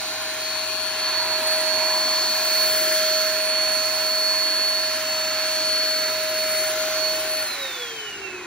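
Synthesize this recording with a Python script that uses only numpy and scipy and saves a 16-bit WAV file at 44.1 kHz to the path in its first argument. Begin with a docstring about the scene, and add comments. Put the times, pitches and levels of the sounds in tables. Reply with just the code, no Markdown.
"""An electric fogger sprays mist on a paved drive, a few metres from a phone with two microphone ports.
From the start the shaft and seven fan blades sing over rushing air, and the motor hums beneath them.
The nozzle whistles near 10 kHz as filtered noise, the hose hoots most in the first two seconds and the housing
drones; paving, car, porch and house wall return delayed copies. At 7.43 s the current stops: a soft bump follows,
the rotor coasts down in pitch, the air dies away and the murmur of the street swells."""
import sys
import numpy as np
from scipy import signal
from scipy.fft import rfft, irfft, next_fast_len
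from scipy.io import wavfile
from scipy.ndimage import uniform_filter1d

SR = 44100
rng = np.random.default_rng(int(sys.argv[2]) if len(sys.argv) > 2 else 0)


def put_to_file(sound):
    """Save the sound as 16-bit audio at rate SR, in the file named by the first command-line argument."""
    columns = np.atleast_2d(sound).T  # one column per channel
    safe = np.clip(columns, -1, 1)
    whole_steps = np.round(safe * 32767)
    wavfile.write(sys.argv[1], SR, whole_steps.astype(np.int16))


N = 373074

# Rotor. Shaft rate before the coast-down: time_s, shaft_hz
SHAFT_SPEED = [(0, 628.7), (1.0, 630), (3.0, 628.7), (3.9, 629.1), (5.7, 628.8), (6.7, 627.6),
               (7.42, 627.7)]
# Tones once a turn and once a blade: time_s, left_db, right_db, left_lead_turns
SHAFT_TONE = [(0.03, -40, -41, 0.12), (0.48, -36, -39.5, 0.083), (0.798, -33.5, -44.5, 0.037),
              (1.127, -36, -38, -0.16), (1.606, -29, -27.5, 0.0036), (2.06, -31, -33, -0.0092),
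              (2.255, -33.5, -36.5, -0.028), (2.539, -30.5, -33.5, -0.0027), (3.028, -26, -27, -0.03),
              (3.298, -28.5, -29.5, -0.0031), (3.806, -31, -31.5, -0.057), (4.2, -32, -31.5, -0.054),
              (4.51, -36.5, -34, -0.066), (5.12, -32, -33, -0.045), (6.006, -31, -33.2, -0.041),
              (6.43, -29, -29, -0.027), (6.88, -28, -29, -0.021), (7.084, -29, -30, -0.028),
              (7.418, -33.4, -34.3, -0.031), (7.438, -32, -33, -0.04), (7.463, -46, -47, -0.14),
              (7.478, -54, -47.2, -0.23), (7.493, -52.0, -45, 0.05), (7.518, -50.0, -41, 0.06),
              (7.538, -54, -48, 0.12), (7.553, -52.0, -43.0, -0.15), (7.588, -49.2, -39, -0.13),
              (7.623, -40.5, -36, -0.11), (7.653, -37, -35, -0.064), (7.693, -50, -41.1, 0.02),
              (7.717, -54, -46.3, -0.18), (7.762, -49.6, -46.6, -0.12), (7.822, -39.5, -37, -0.029),
              (7.882, -45.7, -45.4, -0.1), (7.917, -42.0, -41.2, -0.09), (8.002, -46.3, -46.0, -0.09),
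              (8.047, -41, -41, -0.05), (8.102, -52, -51.0, -0.056), (8.137, -52.0, -52.0, -0.06),
              (8.206, -40.5, -42.8, -0.06), (8.291, -40.5, -40.8, -0.047), (8.326, -42.4, -43.7, -0.04),
              (8.361, -38, -39, -0.035), (8.431, -39, -41, -0.03)]
BLADE_TONE = [(0.03, -34.5, -35, 0.43), (0.299, -32.5, -35, 0.51), (0.354, -42.0, -47.4, 0.69),
              (0.454, -28, -32.5, 0.86), (0.703, -26.5, -44.5, 1.17), (0.768, -25.5, -49.0, 1.12),
              (0.863, -23.5, -35.1, 1.3), (0.918, -28.5, -37, 0.95), (0.968, -29, -36.2, 1.14),
              (1.043, -24, -26.4, 1.18), (1.147, -27, -23.5, 1.15), (1.207, -24, -21, 1.32),
              (1.262, -27, -27.5, 1.3), (1.357, -28.5, -19, 1.26), (1.385, -30, -25, 1.28),
              (1.412, -34.8, -34, 1.3), (1.457, -28, -19.5, 1.47), (1.546, -24, -20.5, 1.26),
              (1.616, -32, -26.1, 1.27), (1.671, -33, -19, 1.35), (1.766, -31, -20.5, 1.14),
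              (2.025, -22.5, -22, 1.17), (2.225, -24.5, -22, 1.15), (2.3, -24.2, -23, 1.2),
              (2.434, -27, -28, 1.21), (2.569, -25, -20.5, 1.11), (2.774, -26, -26.2, 1.12),
              (2.868, -28, -26, 1.19), (3.163, -27.2, -22.5, 1.15), (3.342, -37, -22.5, 1.11),
              (3.462, -31, -24.5, 1.26), (3.592, -26.6, -21, 1.06), (3.931, -32.5, -24, 1.08),
              (4.335, -23.5, -20, 1.2), (4.51, -26, -22, 1.19), (4.689, -24.5, -20, 1.2),
              (5.014, -39.6, -31.5, 1.16), (5.039, -38.2, -32, 0.98), (5.09, -27, -29, 0.99),
              (5.128, -27.5, -27.0, 1), (5.413, -30.5, -26, 1.19), (5.857, -22.5, -23.5, 1.22),
              (6.131, -35, -25.5, 1.02), (6.251, -35, -30, 1.13), (6.326, -31, -29.5, 0.86),
              (6.405, -29.4, -24.5, 1.07), (6.49, -33, -26.5, 0.94), (6.605, -24.5, -27.5, 1),
              (6.685, -34.4, -29.5, 1.06), (6.73, -35.1, -43.2, 0.92), (6.75, -32, -48.1, 0.29),
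              (6.8, -27.5, -35.7, 0.29), (6.919, -34, -30, 0.3), (6.969, -35, -23.5, 0.29),
              (7.054, -27, -21, 0.055), (7.119, -29.4, -25, 0.14), (7.189, -34.0, -38.5, -0.01),
              (7.224, -35.2, -51.0, -0.089), (7.268, -33, -36.2, 0.24), (7.318, -28, -31.8, 0.18),
              (7.38, -26, -29.5, 0.16), (7.418, -28, -28, 0.11), (7.443, -36.6, -34, 0.26),
              (7.458, -31, -33, 0.15), (7.533, -34.1, -26.5, 0.13), (7.573, -40.5, -47, 0.19),
              (7.638, -31.7, -27, 0.085), (7.702, -38.9, -36.9, 0.06), (7.762, -38.4, -32, 0.13),
              (7.792, -43, -39, -0.03), (7.832, -31, -30, 0.06), (7.862, -40, -36.9, 0.25),
              (7.907, -35, -34.7, 0.14), (7.937, -44, -40.5, 0.23), (7.972, -34, -43, 0.78),
              (8.002, -32, -34, 0.38), (8.037, -35, -41.8, 0.33), (8.077, -34, -30.9, 0.27),
              (8.102, -39, -35, 0.21), (8.141, -33.5, -33, -0.22), (8.181, -37.1, -41.4, -0.62),
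              (8.206, -42.3, -39, -0.5), (8.251, -45.8, -26, -0.52), (8.271, -49.0, -29.6, -0.77),
              (8.311, -48, -33, -0.39), (8.345, -39, -36, 0.24), (8.4, -44, -41, 0.1),
              (8.425, -44, -41, 0.25), (8.448, -41, -40, 0.15)]
BLADES = 7
SWITCH_OFF_S = 7.427
COAST_DRAG, BRUSH_DRAG = .736, .036  # per s, per s squared
WALL_MS, WALL_SHARE = 25.45, .16  # delay; amplitude share of the blade tone that comes via the house wall

# Motor. Faint tones that follow the shaft rate: shaft_multiple, level_db
MOTOR_TONES = [(4.397, -48), (12, -59), (14, -53), (21, -52)]
HUM_HZ, HUM_DB = 100., -59

# Air. Region levels at full speed:
# time_s, housing_rumble_db, hose_db, blower_roar_db, upper_roar_db, jet_hiss_db, top_band_db
AIR_LEVELS = [(0, -48, -40.5, -37.5, -38, -36, -44.5), (.8, -48.5, -41.5, -35.5, -36, -35.5, -43),
              (1.1, -46.5, -39.5, -34, -34.5, -35, -41), (1.4, -46.5, -38, -32.5, -35, -33, -40),
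              (2.0, -43.5, -35.5, -33, -33.5, -33, -38), (2.281, -44, -38, -34, -33, -31.5, -37),
              (2.55, -45, -38.5, -32, -33.5, -31, -30), (2.9, -44.5, -42.5, -31, -33.5, -30, -31),
              (3.3, -46.5, -42, -33.5, -34, -30.5, -33), (3.5, -46, -40, -32.5, -35, -33.5, -40),
              (3.999, -47, -41.5, -33, -36, -32, -36.5), (4.4, -47, -41, -33.5, -37, -33, -39),
              (4.8, -47, -42, -33.5, -36, -33.5, -38), (5.5, -47, -43, -33, -35, -32.5, -39.5),
              (6.3, -45.5, -44.5, -33, -36, -33.5, -36.5), (6.9, -46.5, -42.5, -34.5, -36.5, -33, -35),
              (7.4, -47.5, -43.5, -34.5, -37, -35.5, -38.5)]
# Frequency regions of the six levels: low_hz, high_hz
AIR_REGIONS = [(250, 550), (800, 1200), (1300, 2700), (2900, 4300), (4700, 9000), (11000, 15000)]
# Relative spectrum of the rush: frequency_hz, density_db (per Hz)
AIR_SPECTRUM = [(25, -39), (50, -27.5), (150, -14), (250, -7), (360, -5.5), (460, -5), (550, -5.5),
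                (700, -5.5), (830, -2), (990, -0.5), (1190, -1.5), (1380, 0), (1700, -0.5), (2200, -2.5),
                (2650, -1.5), (3400, -8.5), (4000, -5), (4500, -3.5), (4800, -5), (5200, -5.5), (5600, -4),
                (6500, -3.5), (8500, -6.5), (11500, -11.5), (14300, -9.5), (16000, -19)]
# Exponent of rotor speed that the pressure follows, one per region: speed_power
AIR_SPEED_POWERS = [2.1, 1.07, 1.2, 2.07, 1.96, 4]
AIR_FLICKER_DB, AIR_FLICKER_PER_S = .3, 12
EDDY_DB, EDDY_PER_S = 1.1, 6

# Resonances. Nozzle whistle before the gains of its parts: time_s, centre_hz, level_db
NOZZLE_WHISTLE = [(0, 10000, -39.5), (1.2, 9950, -35), (1.9, 10020, -31.5), (2.3, 9960, -36.5),
                  (2.62, 9950, -29), (2.9, 10020, -29.5), (3.3, 10170, -34), (3.44, 9930, -29.5),
                  (3.9, 10040, -35), (4.2, 10100, -33), (4.7, 10200, -31.5), (5.2, 10050, -40.5),
                  (5.32, 9920, -39), (5.55, 10000, -34), (6.3, 10100, -36.5), (6.5, 9900, -29.5),
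                  (7.05, 10190, -35), (7.3, 10190, -30.5)]
# Core and skirt of the whistle: width_hz, gain_db
WHISTLE_CORE_AND_SKIRT = [(45, -0.5), (350, -3)]
WHISTLE_SPEED_POWER = .37  # exponent of rotor speed that the pitch follows
WHISTLE_FADE_DB_PER_S, WHISTLE_FLICKER_DB = 65, 1
# Hoot of the hose: time_s, centre_hz, level_db
HOSE_HOOT = [(0, 1031, -68), (.7, 1042, -52), (1.0, 1000, -44.5), (1.3, 936, -36.5), (1.6, 970, -46.5),
             (1.85, 942, -38.5), (2.1, 990, -50), (2.4, 1006, -50), (2.8, 1000, -60), (4.5, 1017, -61),
             (6.5, 998, -55), (7.4, 1002, -66), (8.46, 1010, -73)]
# Drone of the housing: time_s, centre_hz, level_db
HOUSING_DRONE = [(0.0, 364, -58), (0.42, 365, -51), (0.77, 360, -58), (1.27, 364, -49), (2.57, 361, -51),
                 (2.8, 362.3, -42.5), (3.3, 366.2, -52), (5.8, 360, -55), (7.09, 364, -48),
                 (8.06, 387, -53), (8.22, 376, -44.5), (8.46, 357, -44)]
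HOSE_WIDTH_HZ, HOUSING_WIDTH_HZ = 46, 50
BUMP_S, BUMP_HZ, BUMP_DB, BUMP_DECAY_S = 7.575, 48, -53, .018

# Reflections. Extra path via the paving: time_s, delay_ms
PAVING_DELAY = [(0, 2.63), (1, 2.79), (1.6, 2.84), (2.2, 2.79), (3, 2.775), (4, 2.765), (5, 2.8), (6, 2.88),
                (7.3, 2.58), (8.46, 2.6)]
PAVING_DB, DULL_HZ = -8.5, 1650
# Copies from the car and the porch: time_s, delay_ms, level_db
CAR_ECHO = [(0, 1.3, -11), (.6, 1.2, -15), (1.5, 1.196, -15.5), (2.6, 1.22, -14), (3.5, 1.2, -19.5),
            (4.3, 1.2, -20), (5, 1, -16), (5.8, 1.3, -23.5), (6.5, 1.35, -20.5), (7.4, 1.3, -20.5),
            (8.46, 1.3, -17)]
PORCH_ECHO = [(0, 3.8, -21.5), (1.6, 3.95, -17.5), (2.5, 3.9, -22), (3.5, 3.8, -19.5), (5, 3.75, -16),
              (6.3, 3.95, -18), (7.3, 3.7, -22), (8.46, 3.7, -24)]

# Receiver. How the two ports differ:
# frequency_hz, left_lead_turns, right_alone_db (capped at 0), left_minus_right_db
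PORT_DIFFERENCES = [(60, 0, -20, 0), (260, -.02, -15, .3), (430, -.05, -13, .4), (780, -.01, -15, .3),
                    (950, 0, -21, 0), (1300, 0, -47, 0), (2030, 0, -45, 0), (2160, 0, -12, -.3),
                    (2330, .03, -6, -2), (2500, .04, -3.5, -5), (2670, .27, -.7, -7), (2840, .38, -2, -1.5),
                    (3020, .3, -1, 0), (3260, 0.069, -3.5, -0.5), (4000, 0.069, -4, -3),
                    (5170, 0.15, 2, .6), (6340, 0.34, -3.5, 1), (7473, 0.473, -3.5, -1), (8160, .5, -43, 0),
                    (11430, .5, -40, 0), (12400, 0.55, -8.5, -0.5), (13870, 0.72, -1.5, 0.5),
                    (15700, .93, 0, -0.5)]
BASS_CUT_HZ, TOP_HZ = 36, 15780

# Street. Swell above the base level: time_s, gain_db
MURMUR_SWELL = [(0, 0), (6.8, -0.5), (7.8, 4.5), (8.46, 6)]
STREET_HZ, STREET_BASE_DB = 120, -65.5


def rotor():
    """Rotating sources: unbalance sings once a turn, blades seven times, with its own swell at each port."""
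    shaft_hz = curves(SHAFT_SPEED)[0] / slowing() * (1 + .0003 * walk(30))
    turns = np.cumsum(shaft_hz) / SR
    tones = []
    for multiple, table, flutter_db in ((1, SHAFT_TONE, .5), (BLADES, BLADE_TONE, .9)):
        rows = np.array(table)
        # interpolating amplitude instead of dB gives round swells and sharp dips
        *gain, lead = curves(np.c_[rows[:, 0], undb(rows[:, 1:3]), rows[:, 3]])
        flutter = undb([flutter_db * walk(30) for _ in range(2)])
        cycles = multiple * turns + np.array([lead, 0 * lead])
        tones.append(np.sqrt(2) * np.array(gain) * flutter * np.sin(2 * np.pi * cycles))
    shaft, blades = tones
    return shaft, blades, turns


def wall(tone):
    """Interference: part of the tone arrives late off the house wall and beats with the direct part as pitch falls."""
    late = delayed(tone, WALL_MS)
    return (1 - WALL_SHARE) * tone + WALL_SHARE * late


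def motor(turns):
    """Electromagnetic hum and faint tones that follow the shaft rate; levels waver and die with the current."""
    hum = undb(HUM_DB + 1.1 * walk(8)) * np.sin(2 * np.pi * HUM_HZ * np.arange(N) / SR)
    tones = sum(undb(db + 1.7 * walk(5.4)) * np.sin(2 * np.pi * multiple * turns)
                for multiple, db in MOTOR_TONES)
    return np.sqrt(2) * (hum + tones) * powered()


def air():
    """Flow noise: six regions of rush scale as powers of rotor speed; two unrelated rows serve the ports."""
    size, f = spectrum_grid()
    colour = undb(across(AIR_SPECTRUM, f)[0])
    noise = rfft(rng.standard_normal((2, size)))
    rush = np.zeros((2, N))
    for k, (db, (low_hz, high_hz)) in enumerate(zip(curves(AIR_LEVELS), AIR_REGIONS)):
        # neighbouring regions fade into each other between their edges
        at_edges = np.repeat(np.arange(len(AIR_REGIONS)) == k, 2)
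        share = np.interp(f, np.ravel(AIR_REGIONS), at_edges)
        # RMS between the region's own edges
        unit = np.sqrt(np.mean(colour ** 2 * (f > low_hz) * (f < high_hz)))
        region = irfft(noise * colour * share / unit, size)[:, :N]
        flickering = undb(db + AIR_FLICKER_DB * walk(AIR_FLICKER_PER_S))
        rush += flickering / slowing() ** AIR_SPEED_POWERS[k] * region
    return rush


def eddies(x):
    """Turbulent intermittency: third-octave bands swell and sink independently."""
    size, f = spectrum_grid()
    place = 3 * np.log2(np.clip(f, 200, 8000) / 200)  # thirds of an octave above 200 Hz
    spectrum = rfft(x, size)
    out = 0
    for k in range(17):
        band = irfft(spectrum * np.maximum(1 - abs(place - k), 0), size)[:, :N]
        out = out + undb(EDDY_DB * walk(EDDY_PER_S)) * band
    return out


def whistle():
    """Flow-excited resonance: turbulence rings the nozzle; pitch wanders, then sags and dies with the flow."""
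    hz, db = curves(NOZZLE_WHISTLE)
    db = db + WHISTLE_FLICKER_DB * walk(7.6) - WHISTLE_FADE_DB_PER_S * since_off()
    wander = 1 + .004 * walk(40) + .003 * walk(8.7)
    return undb(db) * ring(hz / slowing() ** WHISTLE_SPEED_POWER * wander, WHISTLE_CORE_AND_SKIRT)


def hose():
    """Tube resonance: the hose hoots near 1 kHz; pitch and strength shift as it bends."""
    hz, db = curves(HOSE_HOOT)
    return undb(db) * ring(hz * (1 + .01 * walk(6)), [(HOSE_WIDTH_HZ, 0)])


def housing():
    """Shell resonance: the plastic housing drones near 360 Hz, louder when it faces the phone."""
    hz, db = curves(HOUSING_DRONE)
    return undb(db) * ring(hz, [(HOUSING_WIDTH_HZ, 0)])


def bump():
    """Damped oscillation: a soft low bump just after the switch-off."""
    t = np.maximum(np.arange(N) / SR - BUMP_S, 0)
    envelope = np.e * t / BUMP_DECAY_S * np.exp(-t / BUMP_DECAY_S)  # peaks at 1
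    return undb(BUMP_DB) * envelope * np.sin(2 * np.pi * BUMP_HZ * t)


def echoes(x):
    """Comb filtering: a dull paving copy, then weaker car and porch copies that shift as the nozzle moves."""
    dull = signal.sosfilt(signal.butter(2, DULL_HZ, fs=SR, output="sos"), x)
    direct = x
    x = x + undb(PAVING_DB) * delayed(dull, curves(PAVING_DELAY)[0])
    car_ms, car_db = curves(CAR_ECHO)
    x = x + undb(car_db) * delayed(direct, car_ms)
    porch_ms, porch_db = curves(PORCH_ECHO)
    return x + undb(porch_db) * delayed(dull, porch_ms)


def ports(shared, apart):
    """Phase and coherence: the right port hears shifted, partly other sound, by frequency."""
    size, f = spectrum_grid()
    lead, alone_db, pan_db = across(PORT_DIFFERENCES, f)
    alone = np.minimum(undb(alone_db), 1)
    left = rfft(shared, size)
    mixed = np.sqrt(1 - alone ** 2) * left + alone * rfft(apart, size)
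    right = np.exp(-2j * np.pi * lead) * mixed
    return irfft(np.array([left * undb(pan_db / 2), right * undb(-pan_db / 2)]), size)[:, :N]


def street():
    """Ambient noise: a low-passed murmur of the neighbourhood that swells near the end."""
    band = signal.butter(1, [STREET_HZ / 2, STREET_HZ * 2], "band", fs=SR, output="sos")
    low = signal.sosfilt(band, rng.standard_normal(N))
    low = signal.sosfilt(signal.butter(2, STREET_HZ * 2, fs=SR, output="sos"), low)
    return undb(STREET_BASE_DB + curves(MURMUR_SWELL)[0] + 1.2 * walk(2)) * low / np.std(low)


def since_off():
    """Time origin of the coast-down: seconds since the switch-off, 0 before it."""
    return np.maximum(np.arange(N) / SR - SWITCH_OFF_S, 0)


def slowing():
    """Drag law, full over present speed: air drag slows as 1 / (1 + drag t); the brushes add a little."""
    return 1 + COAST_DRAG * since_off() + BRUSH_DRAG * since_off() ** 2


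def powered():
    """Exponential decay: 1 while the current flows, then a quick fade."""
    return np.exp(-since_off() / .05)


def ring(hz, parts):
    """Narrow-band noise: slow noise in quadrature on a moving centre; parts are (width_hz, gain_db)."""
    turns, swing = np.cumsum(hz) / SR, 0
    for width_hz, part_db in parts:
        keep = np.exp(-np.pi * width_hz / SR)
        noise = rng.standard_normal((2, N))
        swing = swing + undb(part_db) * signal.lfilter([np.sqrt(1 - keep ** 2)], [1, -keep], noise)
    return swing[0] * np.sin(2 * np.pi * turns) + swing[1] * np.cos(2 * np.pi * turns)


def delayed(x, ms):
    """Propagation delay: each row read ms earlier, fixed or changing."""
    at = np.arange(N) - ms * SR / 1000
    return np.array([np.interp(at, np.arange(N), row) for row in x])


def walk(rate):
    """Random modulation: levels held 1 / rate s and slewed twice; spread near 1."""
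    k = int(SR / rate)
    steps = np.repeat(rng.standard_normal(N // k + 1), k)
    return 1.27 * uniform_filter1d(uniform_filter1d(steps, k), k)[:N]


def undb(db):
    """Decibel law: level to amplitude ratio."""
    return 10 ** (np.asarray(db) / 20)


def curves(table):
    """Linear interpolation in time: columns of a table, one value a sample."""
    s, *columns = np.transpose(table)
    return np.array([np.interp(np.arange(N) / SR, s, c) for c in columns])


def across(table, hz):
    """Interpolation in log frequency: columns of a table at the given frequencies."""
    f, *columns = np.transpose(table)
    return [np.interp(np.log(np.maximum(hz, 1)), np.log(f), c) for c in columns]


def spectrum_grid():
    """Discrete spectrum: a fast transform length and its frequencies in Hz."""
    size = next_fast_len(N)
    return size, np.arange(size // 2 + 1) * SR / size


def scene():
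    """Superposition: rotor tones carry their own port levels; all other sound passes through the ports."""
    shaft, blades, turns = rotor()
    shared, apart = echoes(eddies(air()))
    shared = shared + motor(turns) + whistle() + hose() + housing() + bump() + street()
    return shaft + wall(blades) + ports(shared, apart)


def record(dry):
    """Band limiting: the phone drops the deepest bass and cuts the top."""
    thin = signal.sosfilt(signal.butter(2, BASS_CUT_HZ, "high", fs=SR, output="sos"), dry)
    return signal.sosfilt(signal.ellip(14, .3, 80, TOP_HZ, fs=SR, output="sos"), thin)


dry = scene()
out = record(dry)
put_to_file(out)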